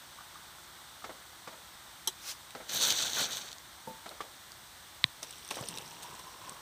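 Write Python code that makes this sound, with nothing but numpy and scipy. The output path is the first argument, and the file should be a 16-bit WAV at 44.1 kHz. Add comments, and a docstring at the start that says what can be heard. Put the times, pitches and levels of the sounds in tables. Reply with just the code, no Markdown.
"""Hot water poured into steel mugs

Hot water runs from a metal kettle into two steel mugs on a plank table outdoors: damped grains of noise and tone.
The first mug fills almost silently while someone steps about, metalware clacks (struck modes), a sleeve
brushes past (filtered noise) and a plastic bag is pulled aside (clumped crackles with narrow resonances).
The kettle bumps a mug, a sharp click follows, and water spatters and then bubbles into the second mug."""
import sys
import numpy as np
from scipy import signal
from scipy.fft import rfft, irfft, next_fast_len
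from scipy.io import wavfile
from scipy.ndimage import map_coordinates

SR = 44100
rng = np.random.default_rng(int(sys.argv[2]) if len(sys.argv) > 2 else 0)


def store_wav(level_fs):
    """Save 16-bit WAV to argv[1]."""
    pcm = np.round(np.clip(np.atleast_2d(level_fs), -1, 1) * 32767)
    wavfile.write(sys.argv[1], SR, pcm.T.astype(np.int16))


N = 291584  # length in samples

# Spectrum of water striking steel. Each row: frequency in Hz, relative density in dB per Hz.
SPATTER_COLOUR = [(880, -9), (1500, -16), (2470, -3), (3720, 3), (4710, -2), (5890, 2), (7230, -6.5),
                  (8710, 2.5), (10300, -7.5), (15500, -15)]
# The second pour: a dribble, then the full stream.
DRIBBLE_S, STREAM_S = 5.23, 5.52


def amp(db):
    """Level: decibels become an amplitude ratio."""
    return 10 ** (np.asarray(db) / 20)


def unit(x):
    """Mean power: scale to rms 1."""
    return x / np.sqrt(np.mean(x ** 2) + 1e-20)


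def peaked(x):
    """Peak amplitude: scale to peak 1."""
    return x / np.abs(x).max()


def seconds(size):
    """Sampling: a time axis in seconds."""
    return np.arange(size) / SR


def wobble(rate):
    """Slow random modulation: a smooth curve through random knots, rate of them a second."""
    knots = rng.standard_normal(int(N * rate / SR) + 4)
    return map_coordinates(knots, [seconds(N) * rate])


def add(track, s, sound):
    """Superposition: mix a sound into the track at s seconds."""
    part = track[round(s * SR):][:len(sound)]
    part += sound[:len(part)]


def coloured(x, points):
    """Minimum-phase filtering: a causal response through (Hz, dB) points on a log axis."""
    size = 2 * next_fast_len(len(x) // 2 + 4096)
    hz, db = np.transpose(points)
    log_hz = np.log(np.fft.rfftfreq(size, 1 / SR) + 1)
    log_gain = np.log(amp(np.interp(log_hz, np.log(hz + 1), db)))
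    # Folding the cepstrum onto positive times makes the filter causal.
    cepstrum = irfft(log_gain)
    cepstrum[1:size // 2] *= 2
    cepstrum[size // 2 + 1:] = 0
    return irfft(rfft(x, size) * np.exp(rfft(cepstrum)))[:len(x)]


def noise(points, size=N):
    """Random excitation: coloured noise of rms 1."""
    return unit(coloured(rng.standard_normal(size), points))


def fade(t, t60, attack):
    """Damping: a quick rise, then exponential decay by 60 dB in t60 seconds."""
    return np.exp(-np.log(1000) * t / t60) * (1 - np.exp(-t / attack))


def swell(s, hold, rise_db_per_s, fall_db_per_s):
    """Exponential growth and decay: a gain that rises to 1 at s seconds, holds, and falls away."""
    t = seconds(N) - s
    return amp(-rise_db_per_s * np.maximum(-t, 0) - fall_db_per_s * np.maximum(t - hold, 0))


def ring(modes, attack):
    """Modal vibration: a struck body's damped partials (Hz, dB, t60) with peak 1."""
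    t = seconds(SR // 2)
    partials = 0
    for hz, db, t60 in modes:
        partials += amp(db) * fade(t, t60, attack) * np.sin(2 * np.pi * (hz * t + rng.random()))
    return peaked(partials)


def resonate(x, centre_hz, width_hz):
    """Resonance: one pole with a moving centre, rms 1."""
    turn = np.exp(2j * np.pi * np.cumsum(centre_hz) / SR)
    pole = np.exp(-np.pi * width_hz / SR)
    # Shift the centre down to 0 Hz, smooth there, and shift back.
    return unit((signal.lfilter([1], [1, -pole], x / turn) * turn).real)


def grains(rate, low_hz, high_hz, t60, spread_db, rise=0, size=256):
    """Random superposition: a steady rain of damped tones of uneven strength, rms 1; rise lifts their pitch."""
    when, pitch, strength, phase = rng.random((int(rate * N / SR), 4)).T[:, :, None]
    t = seconds(size)
    hz = low_hz + pitch * (high_hz - low_hz)
    cycles = hz * t * (1 + rise * t / t60)
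    heavy = amp(-spread_db * np.log(.02 + strength))  # a few grains are much stronger than the rest
    waves = heavy * fade(t, t60, t60 / 20) * np.sin(2 * np.pi * (cycles + phase))
    places = (when * N).astype(int) + np.arange(size)
    return unit(np.bincount(places.ravel(), waves.ravel(), N)[:N])


def knock(db, grit_db, t60, hz, ring_db):
    """Impact: a dull blow with a brief ring, a gritty edge and a loose scuffing tail."""
    # Spectra of the body and of the gritty edge. Each row: frequency in Hz, relative density in dB per Hz.
    body_colour = [(71, -55), (120, -10.5), (588, -4), (917, -4.5), (1200, -8), (1320, -4.5), (1490, -9),
                   (2230, -11), (2770, -24), (3000, -14), (3900, -51), (6600, -120)]
    grit_colour = [(1500, -36), (2200, 3.5), (4000, 7), (8000, -2), (15000, -27)]
    scuff_colour = [(150, -16), (550, 6.5), (900, -2), (2500, -19.5)]
    t = seconds(SR // 3)
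    body = noise(body_colour, len(t)) * fade(t, t60, attack=0.0014)
    tone = amp(ring_db) * np.sin(2 * np.pi * hz * t) * fade(t, 0.049, attack=0.00034)
    scuff = amp(-12) * noise(scuff_colour, len(t)) * fade(t, 0.37, attack=.01)
    grit = amp(grit_db - 4) * noise(grit_colour, len(t)) * fade(t, t60, attack=.002)
    return amp(db - 8.0) * (body + tone + scuff + grit)


def hollow_hz(s):
    """Cavity resonance: the air in the mug being filled at s seconds sounds higher as the second mug fills."""
    first_mug_hz, empty_mug_hz, rise_hz_per_s = 1176, 873, 165  # the first mug is nearly full
    second_mug_hz = empty_mug_hz + rise_hz_per_s * np.maximum(s - STREAM_S, 0)
    return np.where(s < DRIBBLE_S, first_mug_hz, second_mug_hz)


def flow():
    """Cushioning: gains of spatter, bubbling and drumming as water deepens; only the full stream traps air."""
    # The kettle tips and the stream surges. 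Each row: centre in seconds, extra drumming in dB.
    surges = [(5.78, 5), (6.12, 7.5), (6.49, 16)]
    surge_width_s, spatter_share, bubbling_share = 0.052, 0.37, 0.3
    dribble_db, opening_db_per_s = -7, 599
    t = seconds(N)
    stream = swell(STREAM_S, 0, opening_db_per_s, 0)
    dribble = amp(dribble_db) * swell(DRIBBLE_S, 0, opening_db_per_s, 0)
    running = np.maximum(stream, dribble)
    filling_s = np.maximum(t - STREAM_S, 0)
    surge_db = sum(db * np.exp(-.5 * ((t - s) / surge_width_s) ** 2) for s, db in surges)
    # Each layer: level in the empty mug in dB, its change in dB per second, its share of the surges.
    spatter = running * amp(-46.5 - 14 * filling_s + spatter_share * surge_db)
    bubbling = stream * amp(-54.5 + 0.7 * filling_s + bubbling_share * surge_db)
    drumming = running ** 2 * amp(-54.5 - 17 * filling_s + surge_db)
    return spatter, bubbling, drumming


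def pour():
    """Jet impact and air entrainment: the stream spatters, drums on the base and excites the mug's hollow."""
    # Spectra of the stream's spatter and of the mug's base on the planks.
    # Each row: frequency in Hz, relative density in dB per Hz.
    stream_colour = [(1300, -15), (2200, -4), (2800, 3), (3800, -0.5), (4800, -7), (5650, 5), (6700, -9),
                     (8400, -0.5), (10000, -14.5), (15000, -11)]
    base_colour = [(47, -22), (80, -8), (151, 0.5), (215, -5.5), (474, -3), (700, -14), (910, -40),
                   (1540, -120)]
    spatter, bubbling, drumming = flow()
    droplets = grains(rate=4600, low_hz=1190, high_hz=14750, t60=0.0032, spread_db=6.0, size=128)
    fizz = unit(coloured(droplets, stream_colour))
    bubbles = grains(rate=1500, low_hz=583, high_hz=2130, t60=0.017, spread_db=3.2, rise=0.073, size=512)
    hollow = resonate(bubbles, hollow_hz(seconds(N)), width_hz=145)
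    blows = grains(rate=400, low_hz=55, high_hz=687, t60=0.025, spread_db=2.5, size=768)
    drum = unit(coloured(blows, base_colour))
    # The big slow bubbles.
    gurgle = grains(rate=180, low_hz=297, high_hz=760, t60=0.022, spread_db=3, rise=0.085, size=1024)
    bubbly = bubbling * (amp(-2.1) * hollow + amp(-12) * gurgle)
    return amp(-2.5) * spatter * fizz + bubbly + amp(-1.0) * drumming * drum


def slaps():
    """Impact: the first gushes slap the bare bottom of the second mug, with little water to cushion them."""
    # Each row: start in seconds, level in dB, ring in Hz.
    gushes = [(5.226, -36.5, 650), (5.509, -27, 1090), (5.569, -29, 580), (5.586, -33, 1100),
              (5.624, -34, 660)]
    out = np.zeros(N)
    for s, db, hz in gushes:
        add(out, s, knock(db, grit_db=-4, t60=0.075, hz=hz, ring_db=0.5))
    return out


def sprays():
    """Many small impacts: water sprayed on the mug wall merges into decaying noise."""
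    # Each row: start in seconds, level in dB.
    bursts = [(5.228, -21), (5.5051, -18.5), (5.5533, -22.5), (5.688, -25), (6.028, -23.5), (6.191, -28)]
    out, t = np.zeros(N), seconds(SR // 6)
    for s, db in bursts:
        add(out, s, amp(db - 14) * noise(SPATTER_COLOUR, len(t)) * fade(t, 0.06, attack=0.0017))
    return out


def plops():
    """Bubble resonance: clear single bubbles, each starting at the pitch of the mug's hollow and rising."""
    # Each row: start in seconds, level in dB.
    single_bubbles = [(0.186, -40), (0.207, -40), (0.356, -39.5), (6.046, -38), (6.123, -37.5),
                      (6.194, -37.5), (6.269, -37.5), (6.477, -35)]
    out, t = np.zeros(N), seconds(SR // 6)
    for s, db in single_bubbles:
        tone = np.sin(2 * np.pi * hollow_hz(s) * t * (1 + 2 * t))
        add(out, s, amp(db - 3.5) * peaked(tone * fade(t, 0.031, attack=0.0009)))
    return out


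def strays(count):
    """Random arrivals: stray droplets (s, peak dB, Hz) that thin out as the mug fills."""
    span_s, top_db, spread_db, low_hz, high_hz = 0.95, -35, 8, 4540, 8970
    droplets = []
    for k, (when, small, pitch) in enumerate(rng.random((count, 3))):
        s = DRIBBLE_S + span_s * ((k + when) / count) ** 1.7  # the power crowds them early
        droplets.append((s, top_db - spread_db * small, low_hz + pitch * (high_hz - low_hz)))
    return droplets


def drops():
    """Drop impact: each drop or small tick is a short damped tone with a splat of noise."""
    # The loudest. Each row: start in seconds, peak in dB, pitch in Hz.
    loud_drops = [(2.507, -35.5, 3760), (4.092, -31.5, 4080), (4.519, -34, 4630), (5.23, -27.5, 6000),
                  (5.3083, -34, 8300), (5.489, -32, 6100), (5.5102, -24, 2630), (5.6113, -30.5, 7800),
                  (5.6867, -21.5, 9100), (5.7746, -26.5, 3800), (5.7846, -25.5, 3820), (6.4946, -30, 8100)]
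    out, t = np.zeros(N), seconds(SR // 6)
    for s, db, hz in list(loud_drops) + strays(count=16):
        tick = np.sin(2 * np.pi * hz * t) * fade(t, 0.0059, attack=0.00052)
        splat = noise(SPATTER_COLOUR, len(t)) * fade(t, 0.0091, attack=0.00019)
        add(out, s, amp(db) * peaked(tick + amp(-9.5) * splat))
    return out


def click():
    """Contact force: one very short push that builds and lets go, heard through its rate of change."""
    # Each row: start in seconds, peak in dB.
    contacts = [(5.0415, -3.3)]
    # Each row: frequency in Hz, relative density in dB per Hz.
    click_colour = [(200, -28), (750, -20), (1050, -2), (1350, -16), (2000, 1.5), (2900, -7), (3400, 3.5),
                    (3900, 6.5), (5700, -19), (7600, -18), (8400, -9), (9700, -38), (15000, -46)]
    force = fade(seconds(SR // 4), 0.00058, attack=0.00017)
    out = np.zeros(N)
    for s, db in contacts:
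        add(out, s, amp(db) * peaked(coloured(np.diff(force, prepend=0), click_colour)))
    return out


def thuds():
    """Radiation by motion: the planks flex at a low pitch, and only their change of position sounds."""
    # Each row: start in seconds, level in dB, pitch in Hz, t60 in seconds.
    table_blows = [(3.875, -35, 163, 0.07), (5.0435, -22.5, 122, 0.043), (5.61, -25, 119, 0.039),
                   (5.691, -34.5, 170, 0.076)]
    out, t = np.zeros(N), seconds(SR // 4)
    for s, db, hz, t60 in table_blows:
        flex = fade(t, t60, attack=0.0022) * np.cos(2 * np.pi * hz * t)
        add(out, s, amp(db - 8.5) * peaked(np.diff(flex, prepend=0)))
    return out


def clack():
    """Modal vibration: hard metalware gives bright, quickly damped modes and a noisy rattle."""
    # Each row: start in seconds, level in dB.
    hits = [(2.074, -15.5)]
    # Each row: frequency in Hz, relative level in dB, t60 in seconds.
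    metal_modes = [(372, -20, 0.1), (884, -12.5, 0.062), (3240, -6, 0.036), (3884, -4.5, 0.049),
                   (4030, -5, 0.058), (5570, -6, .05), (5930, -5, 0.061), (6350, -4, 0.052),
                   (7730, -6, 0.062), (8091, -11, 0.085), (11000, -3, 0.031), (11540, -1, 0.025)]
    # Each row: frequency in Hz, relative density in dB per Hz.
    rattle_colour = [(88, -49), (150, -17), (381, -5), (509, -15), (1220, -6), (1400, -19), (1870, -9.5),
                     (2650, -25), (3040, 0.5), (3980, -5), (4310, -16), (6110, -4), (7000, -12), (7860, -9),
                     (15500, -18)]
    out, t = np.zeros(N), seconds(SR // 4)
    for s, db in hits:
        add(out, s, amp(db - 2.0) * ring(metal_modes, attack=.0005))
        rattle = noise(rattle_colour, len(t)) * fade(t, 0.075, attack=0.00036)
        add(out, s, amp(db - 12.0) * rattle)
    return out


def kettle_bump():
    """Modal vibration: the full kettle's soft bump is a few low modes over a blunt burst of noise."""
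    # Each row: start in seconds, level in dB.
    bumps = [(3.872, -27)]
    # Each row: frequency in Hz, relative level in dB, t60 in seconds.
    kettle_modes = [(220, 1.5, 0.11), (513, -3, 0.2), (890, -2.5, 0.34), (935, -11, .087)]
    blunt_colour = [(50, -13), (170, 2), (350, -5), (900, -9), (1300, -26)]  # Hz, relative dB per Hz
    out, t = np.zeros(N), seconds(SR // 4)
    for s, db in bumps:
        add(out, s, amp(db - 5.5) * ring(kettle_modes, attack=0.0019))
        add(out, s, amp(db - 16) * noise(blunt_colour, len(t)) * fade(t, 0.24, attack=.003))
    return out


def handling():
    """Power summation: gains of crackle, fizz and folds from the drag and the grips; the folds settle last."""
    # The hand grips the bag. Each row: start in seconds, hold in seconds, crackle in dB,
    # fizz relative to the crackle in dB, folds relative to the crackle in dB.
    grips = [(2.75, 0.017, -35.5, -3.5, -7.5), (2.826, 0.081, -32, -8.5, -8.5),
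             (2.987, 0.068, -35.8, -12.5, -8), (3.174, 0.054, -35.5, -9.5, -3),
             (3.299, 0.079, -42.5, -9, -5.5), (3.43, 0.058, -52.5, -12, -1.5)]
    rise_db_per_s, fall_db_per_s, folds_fall_db_per_s = 345, 264, 160
    # From the first touch on, the bag is dragged along and rustles softly between the grips.
    drag = swell(s=2.697, hold=0.542, rise_db_per_s=1500, fall_db_per_s=fall_db_per_s)
    moves = [[amp(-43) * drag, amp(-52) * drag, amp(-47.5) * drag]]
    for s, hold, db, fizz_db, folds_db in grips:
        grip = swell(s, hold, rise_db_per_s, fall_db_per_s)
        settling = swell(s, hold, rise_db_per_s, folds_fall_db_per_s)
        moves.append([amp(db) * grip, amp(db + fizz_db) * grip, amp(db + folds_db) * settling])
    return np.linalg.norm(moves, axis=0)


def bag():
    """Buckling: thousands of creases snap in clumps, and narrow steady resonances colour the crackle."""
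    # Spectra of the creases, the finest fizz and the big folds.
    # Each row: frequency in Hz, relative density in dB per Hz.
    crease_colour = [(1180, -33), (2000, -13), (2260, -18.5), (2820, -11.5), (3020, -4), (3870, 0),
                     (4400, -2), (5130, -13.5), (5680, -4), (6240, -0.5), (7050, -9), (8680, -11),
                     (10000, -22.5), (13000, -38), (22000, -120)]
    fizz_colour = [(7000, -31), (10200, -9), (11300, -2), (13300, -4), (15300, -1)]
    fold_colour = [(35, -54), (60, -15.5), (184, -7), (324, -9.5), (760, -6), (1180, -9.5), (1500, -2.5),
                   (2020, -11), (2600, -7), (3380, -52), (5720, -120)]
    # Steady lines in the crackle. Each row: frequency in Hz, width in Hz, relative level in dB.
    narrow_resonances = [(3065, 25, -6), (3589, 18, 0), (3730, 16, 0), (3919, 16, 0), (4011, 20, -2),
                         (4426, 16, -3), (5675, 16, -2), (5882, 25, -2), (6144, 20, -3), (6369, 16, -3)]
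    # The loudest creases snap singly. Each row: start in seconds, level in dB.
    snaps = [(2.6934, -25), (2.8514, -15), (2.8709, -13), (2.9043, -12), (2.9228, -15), (3.1328, -20),
             (3.3702, -22), (3.488, -28), (3.5164, -31), (3.5284, -31), (3.5833, -35)]
    crackle_gain, fizz_gain, folds_gain = handling()
    t = seconds(SR // 8)
    creases = grains(rate=7800, low_hz=1500, high_hz=16300, t60=0.0013, spread_db=2.5, size=128)
    clumped = creases * amp(1.66 * wobble(70))
    rustle = crackle_gain * unit(coloured(clumped, crease_colour))
    tail = 0
    for hz, width, db in narrow_resonances:
        tail += amp(db) * np.exp(-np.pi * width * t) * np.sin(2 * np.pi * hz * t)
    ringing = unit(signal.fftconvolve(rustle, tail)[:N]) * np.std(rustle)
    # Fewer, sharper creases.
    sparkle = grains(rate=3000, low_hz=7000, high_hz=16000, t60=.001, spread_db=4.0, size=64)
    fizz = fizz_gain * unit(coloured(sparkle, fizz_colour))
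    big_creases = grains(rate=2000, low_hz=50, high_hz=2670, t60=0.0048, spread_db=0)
    folds = folds_gain * unit(coloured(big_creases, fold_colour))
    out = amp(3.0) * rustle + amp(-12) * ringing + amp(-0.5) * fizz + amp(-0.5) * folds
    for s, db in snaps:
        snap = peaked(noise(crease_colour, len(t)) * fade(t, .006, attack=.0007))
        add(out, s, amp(db - 1) * snap)
    return out


def sleeve():
    """Friction noise: a sleeve brushes past in a short swish, gathering speed and stopping short."""
    # Each row: frequency in Hz, relative density in dB per Hz.
    cloth_colour = [(290, -52), (500, -16), (815, -17), (888, -16), (1120, -11), (1770, -12.5),
                    (5750, -4.5), (9650, -15), (15500, -17)]
    stroke = swell(s=2.288, hold=0.027, rise_db_per_s=211, fall_db_per_s=550)
    return amp(-39) * stroke * noise(cloth_colour)


def steps():
    """Successive impacts: footsteps, heel then duller toe; the last row is a sharper, nearly single knock."""
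    # The last row is perhaps the kettle touching the table or a mug, its second blow nearly absent.
    # Each row: first blow's start in seconds, its level in dB, second blow's level in dB,
    # first blow's grit in dB, its ring in Hz, level of that ring in dB.
    blows = [(1.041, -30, -35, -3, 1300, -0.5), (1.474, -31.5, -41.5, -3.5, 1160, 3.5),
             (2.549, -29.5, -36.5, -5, 803, -3), (4.059, -31.5, -38, -3, 670, -5),
             (4.205, -29, -55, -2, 1162, 7.5)]
    heel_to_toe_s = .052
    out = np.zeros(N)
    for s, first_db, second_db, grit_db, hz, ring_db in blows:
        add(out, s, knock(first_db, grit_db, t60=0.095, hz=hz, ring_db=ring_db))
        add(out, s + heel_to_toe_s, knock(second_db, grit_db=-13, t60=0.15, hz=634, ring_db=2))
    return out


def trickle():
    """Bubble resonance: the first mug bubbles ever more faintly until the kettle lifts."""
    start_db, fall_db_per_s, lift_s, lift_db_per_s = -61, 2.6, 4.3, 40
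    bubbles = grains(rate=160, low_hz=766, high_hz=1555, t60=0.016, spread_db=3.0, rise=0.084, size=1024)
    fading = amp(start_db - fall_db_per_s * seconds(N))
    return bubbles * fading * swell(0, lift_s, 0, lift_db_per_s)


def air():
    """Stationary noise: outdoor rumble and hiss, each drifting very slightly in level."""
    # Each row: frequency in Hz, relative density in dB per Hz.
    rumble_colour = [(18, -27), (30, -25), (54, 1), (156, -4), (282, -8.5), (348, -4), (397, -11),
                     (700, -7.5), (910, -33), (1540, -120)]
    hiss_colour = [(300, -30), (560, -14.5), (680, -7), (830, -0.5), (1450, -1.5), (2000, -4), (2600, -9.5),
                   (3600, -1), (5000, -8.5), (6000, -7), (7200, -11.5), (8400, -5), (9700, -15),
                   (15000, -12.5)]
    rumble = amp(-64 + 0.15 * wobble(3.8)) * noise(rumble_colour)
    hiss = amp(-52.0 + 0.11 * wobble(1.7)) * noise(hiss_colour)
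    return rumble + hiss


def scene():
    """Superposition: everything is close and dry, and reaches both channels alike."""
    water = pour() + slaps() + sprays() + plops() + drops() + trickle()
    metal_and_table = click() + thuds() + clack() + kettle_bump()
    mono = water + metal_and_table + bag() + sleeve() + steps() + air()
    return np.array([mono, mono])


def record(dry):
    """Band limiting: nothing passes from the top frequency upward."""
    top_hz = 15520
    size = next_fast_len(N + 8192)
    passed = np.fft.rfftfreq(size, 1 / SR) < top_hz
    return irfft(rfft(dry, size) * passed, size)[:, :N]


dry = scene()
out = record(dry)
store_wav(out)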